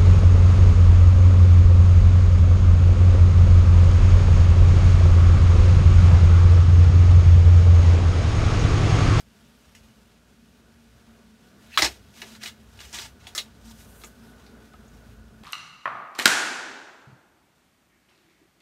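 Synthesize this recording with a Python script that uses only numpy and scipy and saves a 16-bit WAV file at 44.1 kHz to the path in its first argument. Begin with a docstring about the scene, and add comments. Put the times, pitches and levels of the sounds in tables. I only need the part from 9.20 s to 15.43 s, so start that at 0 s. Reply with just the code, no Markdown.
"""The steel lock and spring of a break-barrel air rifle clack and rattle, a metre from a phone microphone
in a small wooden shed: bursts of noise excite the steel's modes, and the walls answer. The latch scrapes
free, the barrel slides on its pivot, hands and sleeves rustle on the stock: shaped grainy noise. Behind,
coloured noise is a far rumble that swells unevenly, with wavering sine tones, over the microphone's hiss."""
import sys
import numpy as np
from scipy import signal
from scipy.fft import rfft, irfft, next_fast_len
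from scipy.io import wavfile
from scipy.ndimage import uniform_filter1d, map_coordinates

SR = 44100
rng = np.random.default_rng(int(sys.argv[2]) if len(sys.argv) > 2 else 0)


def file_out(sig):
    """Save sig as 16-bit WAV at sys.argv[1]."""
    # one column per channel
    cols = np.atleast_2d(sig).T
    # limit, then scale
    lim = np.clip(cols, -1, 1)
    pcm = np.round(lim * 32767).astype(np.int16)
    wavfile.write(sys.argv[1], SR, pcm)


N = 274958

# outside noise: (time [s], general level [dB], level of its boom [dB])
OUTSIDE = [(0, -64.5, -61.5), (1.2, -65, -60.5), (1.7, -64.5, -59), (2.35, -63, -64.5), (2.67, -61, -54),
           (2.9, -63.5, -56.5), (3.2, -60, -56), (3.45, -63.5, -57), (3.85, -61, -56), (4.3, -61, -57.5),
           (5.05, -59, -56), (5.4, -59, -55), (6.23, -60, -56.5)]


def contacts():
    """Impact excitation: a click and a dying rattle of loose parts ring the steel and knock the stock."""
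    # (time [s], rattle t60 [s], low ring [Hz], its level [dB], high ring [Hz], its level [dB],
    #  ring width [share of pitch], treble level [dB], knock level [dB])
    touches = [(.55, 0.1786, 2808, -53, 5300, -54, 0.834, -65, -81),
               (2.5747, .064, 1310, -18.5, 3380, -20, 0.4429, -44, -43),
               (2.588, 0.07956, 2245, -25, 3598, -28, 0.4714, -41, -32),
               (2.621, 0.11874, 1941, -21, 4679, -19.5, .54, -54, -29),
               (2.647, .07, 2050, -28.5, 4670, -24.5, .6, -40, -32.5),
               (2.662, 0.073, 2200, -32, 4433, -32, .44, -55.5, -35.5),
               (3.018, 0.1335, 2113, -37.5, 3908, -43, 0.947, -62, -47.5),
               (3.15, 0.0797, 1803, -54, 4293, -52.5, 0.413, -73, -75.5),
               (3.23, 0.159, 2890, -53, 3103, -48.5, 0.919, -47, -56.5),
               (3.236, 0.1524, 1795, -42, 4988, -39.5, 0.3714, -53.5, -50),
               (3.259, 0.15674, 2184, -38, 3130, -45.5, 0.959, -48.5, -60),
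               (3.275, 0.0892, 2220, -54, 3874, -42.5, 1.232, -63.5, -64),
               (3.591, 0.0437, 2838, -50.5, 3204, -62.5, 0.29, -63.5, -60),
               (3.605, 0.0698, 2890, -55, 2998, -55, 0.401, -60.5, -61),
               (3.729, .15, 2672, -53, 6002, -43.5, 0.5026, -56, -55.5),
               (3.787, 0.06486, 2730, -53, 3602, -42, 0.508, -55, -52),
               (4.069, 0.1275, 2086, -55, 3177, -43, 0.8776, -52, -52),
               (4.15, 0.17226, 1495, -40, 5592, -36, 0.881, -38.5, -51),
               (4.178, 0.1105, 1151, -37, 4100, -27, 1.044, -40.5, -51.5),
               (4.184, 0.1008, 2685, -34.5, 3700, -34, 0.584, -46.5, -60),
               (4.198, 0.08946, 2765, -49, 3833, -39, 0.113, -65, -65),
               (4.816, 0.0594, 1501, -61.5, 3600, -57, 0.475, -65.5, -73),
               (4.837, 0.0578, 1703, -46.5, 3400, -49, 1.251, -56.5, -51),
               (4.845, 0.098, 2313, -53.5, 6906, -49, 0.3484, -72, -62),
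               (5.264, 0.2394, 2300, -62.5, 4408, -58, 0.38, -74.5, -65),
               (5.536, 0.06565, 1262, -52.5, 2600, -65, 0.3107, -76.5, -56),
               (5.679, 0.092, 1480, -79.5, 6870, -65, 0.322, -73, -77)]
    click_over_ring_db, softer_db_per_s = 18, 130  # the longer the rattle, the softer the first touch
    out, t = np.zeros(N + SR), np.arange(SR // 3) / SR
    head = slice(0, SR // 64)  # the levels hold for this opening part
    for s, t60, low_hz, low_db, high_hz, high_db, spread, treble_db, knock_db in touches:
        fade = amp(-60 * t / t60)
        rattle = grains(len(t), spiky_db=4.5) * fade
        crack = 1 + 1.6204 * amp(-60 * t / 0.02499)  # stronger at the onset
        ringing = filtered(rattle * crack, steel)
        share = np.clip(spread, .05, 3)
        low_ring = filtered(ringing, lambda f: resonance(f, low_hz, share * low_hz) ** 2)
        high_ring = filtered(ringing, lambda f: resonance(f, high_hz, share * high_hz) ** 2)

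        # small parts take a moment to start jingling
        fizz = rng.standard_normal(len(t)) * fade * (1 - np.exp(-t / 0.00202))
        treble = filtered(fizz, lambda f: resonance(f, 6198.5, 7765) ** 2)
        knock = filtered(rattle, lambda f: resonance(f, 371.83, 150) ** 2
                         + 0.7101 * resonance(f, 733.98, 493.37) ** 2)
        parts = (low_ring, low_db), (high_ring, high_db), (treble, treble_db), (knock, knock_db)
        blow = sum(amp(level_db) * part / np.std(part[head]) for part, level_db in parts)

        # the bare first touch is a filtered impulse
        click = filtered(t == 0, lambda f: resonance(f, 2290, 3650) ** 2)
        click_db = max(low_db, high_db) + click_over_ring_db - softer_db_per_s * t60
        blow = blow + amp(click_db) * click / click.max()
        out[round(s * SR):][:len(t)] += in_shed(blow, wet_db=-6.5)
    return out[:N]


def steel(f):
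    """Modal superposition: the steel's modes, randomly strong at each blow, add to the plain contact."""
    # modes of the steel parts: (frequency [Hz], width [Hz], middle gain over the plain contact [dB])
    modes = [(861.8, 36, -12.5), (1256.4, 117.8, 6), (1725.2, 91.2, 3), (2050, 72.24, 9),
             (2153.1, 44.97, 4), (2650, 270, -0.5), (2890, 39.5, 11), (3380, 168.3, 5.5), (3700, 22, -2),
             (3842.5, 206.8, 6.5), (4100, 120, -0.5), (4696.2, 15, -1.5), (5300, 56.33, 3.5),
             (5536, 140, -9), (6725.6, 77, -0.5), (6716.5, 50, 7.5), (7902, 82, -12.5)]
    strengths = amp(2 * rng.standard_normal(len(modes)))
    response = 1
    for strength, (hz, width, db) in zip(strengths, modes):
        response = response + strength * amp(db) * resonance(f, hz, width)
    return response


def thuds():
    """Rigid-body jolt: the whole rifle excites two damped low modes that start softly."""
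    # (time [s], level of the opening 1/64 s [dB])
    jolts = [(2.588, -51.5), (2.621, -37.5), (3.729, -52.5), (3.83, -51.5)]
    out, t = np.zeros(N), np.arange(SR // 3) / SR
    low = np.sin(2 * np.pi * 64 * t)
    upper = 0.6807 * np.sin(2 * np.pi * 135 * t) * amp(-60 * t / .12)  # dies sooner
    thud = (low + upper) * amp(-60 * t / 0.1561) * (1 - np.exp(-t / 0.01337))
    for s, db in jolts:
        out[round(s * SR):][:len(t)] += amp(db) * thud / np.std(thud[:SR // 64])
    return in_shed(out, wet_db=-5.5)


def scrape():
    """Friction of the latch scraping free: narrow squeaky resonances of noise swell and stop."""
    # (start [s], end [s], centre [Hz], width of one of two equal resonances [Hz], level at the peak [dB])
    squeaks = [(2.51, 2.566, 1900, 500, -54), (2.517, 2.561, 2650, 384, -46.5),
               (2.536, 2.581, 4209, 500, -48)]
    t, out = np.arange(N) / SR, 0
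    for start, end, hz, width, db in squeaks:
        progress = np.clip((t - start) / (end - start), 0, 1)
        swell = np.sqrt(np.sin(np.pi * progress) + 1e-12)
        squeak = unit(filtered(rng.standard_normal(N), lambda f: resonance(f, hz, width) ** 2))
        out = out + amp(db) * swell * squeak
    return out


def rubbing():
    """Stick-slip friction: grainy noise of steel on steel, shaking spring and cloth on stock."""
    # spectra: (frequency [Hz], relative density [dB per Hz])
    slip_spectrum = [(880, -14), (1500, 0), (2520, -4.5), (3920, -5.5), (4550, -8), (6420, -5.5),
                     (9000, -11.5), (11700, -42.5), (19800, -120)]
    sheen_spectrum = [(4710, -30), (8000, -6.5), (9990, -6.5), (13600, -6.5), (15800, -16.5)]
    dull_spectrum = [(400, -21), (750, 6.5), (1400, 0), (1900, -36.5)]
    slips_gain, sheen_gain, dull_gain, centre_hz = strokes()
    hz, t, z = signal.stft(noise(slip_spectrum, spiky_db=4.0), SR, nperseg=256)
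    centre = np.interp(t, np.arange(N) / SR, centre_hz)
    distance = np.log((hz[:, None] + 1) / centre)
    focus = 1 + 1.926 * np.exp(-(distance / 0.7504) ** 2)  # the rubbed part favours one band

    # random patches of time and frequency stand out
    patches = uniform_filter1d(rng.standard_normal(z.shape), size=5, axis=0)
    patches = unit(uniform_filter1d(patches, size=4, axis=1))
    slips = signal.istft(z * focus * amp(1.302 * patches), SR, nperseg=256)[1][:N]

    slips = slips_gain * unit(slips)
    sheen = sheen_gain * noise(sheen_spectrum, spiky_db=1.5)
    dull = dull_gain * noise(dull_spectrum)
    flutter = amp(1.1016 * wobble(60) + 1.0308 * wobble(200))
    return in_shed(flutter * (slips + sheen + dull), wet_db=-4)


def strokes():
    """Incoherent addition: powers of rustle and strokes sum to gains and a power-weighted centre pitch."""
    # sliding steel, shaking spring and rubbing cloth: (start [s], end [s], start level [dB], end level [dB],
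    #  time to swell 20 dB before [s], time to fade 20 dB after [s], centre [Hz],
    #  sheen over slips [dB], dull part over slips [dB])
    moves = [(0, 0.006, -49, -52.5, .01, 0.0142, 4100, -7, -11),
             (2.551, 2.565, -49, -45, 0.0976, 0.001, 3008, -12, -15),
             (2.578, 2.604, -23.5, -29.5, 0.0032, 0.1082, 3612, -11, -15.5),
             (2.621, 2.651, -25.5, -26.5, 0.0161, 0.0326, 4220, -19, -7),
             (2.985, 3.163, -51.5, -53, 0.0946, 0.0244, 3881, -9, -10.5),
             (3.215, 3.289, -48, -41, 0.0254, 0.0182, 3198, -14.5, -21),
             (3.604, 3.642, -43.5, -52.5, 0.0076, 0.0757, 3609, -14, -12),
             (3.648, 3.719, -55, -55, 0.1535, .02, 4579, -8, -18.5),
             (3.741, 3.854, -37, -43.5, 0.0176, 0.0268, 4477, -14, -12.5),
             (4.035, 4.109, -57.5, -60, 0.0616, 0.1104, 3400, -17, -6),
             (4.2, 4.25, -61, -59.5, 0.0567, 0.1275, 3380, -22.5, -4.5),
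             (4.455, 4.513, -59.5, -53.5, 0.1019, 0.0266, 5176, -7.5, -8.5),
             (4.605, 4.66, -56.5, -63, 0.1326, 0.1143, 4900, -3, -10),
             (4.681, 4.869, -69.5, -64.5, 0.1484, 0.0358, 5300, 6.5, -3.5),
             (4.814, 4.874, -60, -60.5, 0.0106, 0.1023, 5300, -3, -4.5),
             (5.059, 5.106, -64.5, -65.5, 0.2681, 0.0584, 4000, -4, -1.5),
             (5.198, 5.229, -63, -64.5, 0.0667, 0.1337, 3500, -10.5, -1)]
    # faint rustle of the jacket: (time [s], middle level [dB])
    jacket = [(0, -71), (.15, -67.5), (.4, -66.5), (.7, -67), (1.2, -71), (2.2, -71), (2.33, -65.5),
              (2.8, -67), (3.38, -68), (3.55, -63), (3.95, -65), (4.3, -69), (5.0, -67.5), (5.7, -69),
              (6.23, -73)]
    t = np.arange(N) / SR
    jacket_db = curves(jacket)[0] + 2.378 * wobble(16)
    layers = [(jacket_db, 3400, -8, -6)]  # level [dB], centre [Hz], sheen and dull over slips [dB]
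    for start, end, start_db, end_db, swell, fade, *colour in moves:
        away = np.maximum(start - t, 0) / swell + np.maximum(t - end, 0) / fade
        layers.append((np.interp(t, [start, end], [start_db, end_db]) - 20 * away, *colour))

    slips = sheen = dull = pitch = 0
    for db, hz, sheen_db, dull_db in layers:
        power = amp(2 * db)
        slips = slips + power
        sheen = sheen + power * amp(2 * sheen_db)
        dull = dull + power * amp(2 * dull_db)
        pitch = pitch + power * hz
    return np.sqrt(slips), np.sqrt(sheen), np.sqrt(dull), pitch / slips


def far_rumble():
    """Room resonance: outside noise through the walls gathers in broad peaks of three noise bands."""
    # spectra: (frequency [Hz], relative density [dB per Hz])
    boom_spectrum = [(25, -25), (38, -27.5), (52, 10.5), (85, 6), (119, -0.5), (150, -9.5), (200, -54)]
    drone_spectrum = [(60, -30), (100, -14), (185, -9), (225, -2.5), (265, -11.5), (340, -20.5), (440, -47)]
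    murmur_spectrum = [(280, -28), (340, -4.5), (425, 3), (480, -3), (690, -4), (735, -4), (800, -12),
                       (1330, -7.5), (1430, -7), (1530, -7), (1600, -8.5), (2200, -21.5), (3000, -40)]
    boom_db = curves(OUTSIDE)[1] + 2.5 * wobble(6)
    drone_db = follow(-59.5, .9) + 1.142 * wobble(4.9924)
    murmur_db = follow(-64, 1.1192) + 1.5363 * wobble(9.1)
    boom = amp(boom_db) * noise(boom_spectrum)
    drone = amp(drone_db) * noise(drone_spectrum)
    return boom + drone + amp(murmur_db) * noise(murmur_spectrum)


def hum():
    """Frequency modulation: wavering tones, perhaps of a distant machine, and a resonance-blurred whine."""
    # low tone, its second tone, middle tone: (mean pitch [Hz], scale and knot rate of its wavering [Hz])
    pitches = [(57, 1.8), (116, 6), (222, 3.8)]
    # middle level of the low tone: (time [s], level [dB])
    low_level = [(0, -64.5), (1.3, -69.5), (1.75, -61), (2.1, -74.5), (4.1, -68.5), (4.7, -55),
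                 (5.4, -56.5), (5.8, -53.5), (6.23, -51)]
    # middle tone: (time [s], level [dB])
    middle_level = [(0, -66.5), (1.41, -74), (1.56, -60), (1.82, -71), (1.89, -54), (2.22, -71), (2.3, -83),
                    (2.4, -64), (2.85, -68.5), (3.14, -53.5), (3.45, -60), (3.6, -69), (4.15, -65.5),
                    (4.34, -55.5), (4.41, -63.5), (4.48, -48.5), (4.65, -64), (5.66, -54), (5.8, -75),
                    (5.95, -59), (6.23, -54)]
    low_db = curves(low_level)[0] + 1.5 * wobble(8)
    second_db = low_db - 7.5 + 3 * wobble(8)
    out = 0
    for db, (hz, width) in zip((low_db, second_db, curves(middle_level)[0]), pitches):
        phase = 2 * np.pi * np.cumsum(hz + width * wobble(width)) / SR
        out = out + amp(db) * np.sqrt(2) * np.sin(phase)
    whine = unit(filtered(rng.standard_normal(N), lambda f: resonance(f, 1475.6, 57.42) ** 2))
    return out + amp(follow(-77, 2.05)) * whine


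def follow(quiet_level_db, slope):
    """Level law: dB of a layer that grows in proportion to the outside noise above -64 dB."""
    return quiet_level_db + slope * (curves(OUTSIDE)[0] + 64)


def in_shed(x, wet_db):
    """Reverberation: x plus a late noise tail in which each frequency dies at its own rate."""
    # (frequency [Hz], t60 [s])
    shed_decay = [(100, 0.2552), (1000, 0.07286), (5000, 0.07613), (14000, 0.12854)]
    hz, t, z = signal.stft(rng.standard_normal(SR // 4), SR, nperseg=128)
    decay = amp(-60 * t / along(shed_decay, hz)[:, None])
    tail = signal.istft(z * decay, SR, nperseg=128)[1]
    tail = np.pad(tail / np.linalg.norm(tail), (round(0.0036 * SR), 0))  # the walls answer 3.6 ms later
    return x + amp(wet_db) * signal.fftconvolve(x, tail)[:len(x)]


def resonance(f, hz, width):
    """Damped oscillator: causal response of one mode, 1 at its top."""
    return 1j * f * width / (hz * hz - f * f + 1j * f * width)


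def grains(size, spiky_db):
    """Impulsive noise: white noise in which some slips stand out, by a bounded gain."""
    return rng.standard_normal(size) * amp(spiky_db * np.minimum(rng.exponential(size=size), 4))


def noise(spectrum, spiky_db=0):
    """Spectral shaping: coloured noise of rms 1."""
    return unit(filtered(grains(N, spiky_db), lambda hz: amp(along(spectrum, hz))))


def filtered(x, response):
    """Convolution theorem: the spectrum of x times a complex response of frequency."""
    m = next_fast_len(len(x) + 8192)
    return irfft(rfft(x, m) * response(np.fft.rfftfreq(m, 1 / SR)), m)[:len(x)]


def wobble(rate):
    """Slow random modulation: a smooth curve through random knots, rate of them a second."""
    knots = rng.standard_normal(int(N * rate / SR) + 4)
    return map_coordinates(knots, [np.arange(N) * rate / SR])


def curves(rows):
    """Envelope: straight lines in time, one value per sample for each column after the time."""
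    s, *cols = np.transpose(rows)
    return [np.interp(np.arange(N) / SR, s, c) for c in cols]


def along(points, hz):
    """Logarithmic frequency axis: (frequency [Hz], value) points read between by log frequency."""
    f, v = np.transpose(points)
    return np.interp(np.log(hz + 1), np.log(f + 1), v)


def amp(db):
    """Decibel law: the amplitude gain of a level in dB."""
    return 10 ** (np.asarray(db) / 20)


def unit(x):
    """Effective value: x scaled to rms 1."""
    return x / np.sqrt(np.mean(x ** 2) + 1e-20)


def scene():
    """Superposition: the pressures of all sources add at the microphone."""
    return (contacts() + thuds() + scrape() + rubbing() + far_rumble() + hum())[None]


def record(dry):
    """Band limitation: sound and microphone hiss lose the deepest bass and all above 15750 Hz."""
    # (frequency [Hz], relative density [dB per Hz])
    hiss_spectrum = [(1000, -28.5), (1700, -1), (1780, -4.5), (2530, 0.5), (5090, -4), (6590, -6),
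                     (12600, -14), (15400, -27.5)]
    hiss = amp(-68) * noise(hiss_spectrum)
    return filtered(dry[0] + hiss, lambda hz: (hz < 15750) * (1j * hz / (30 + 1j * hz)) ** 2)[None]


dry = scene()
out = record(dry)
file_out(out)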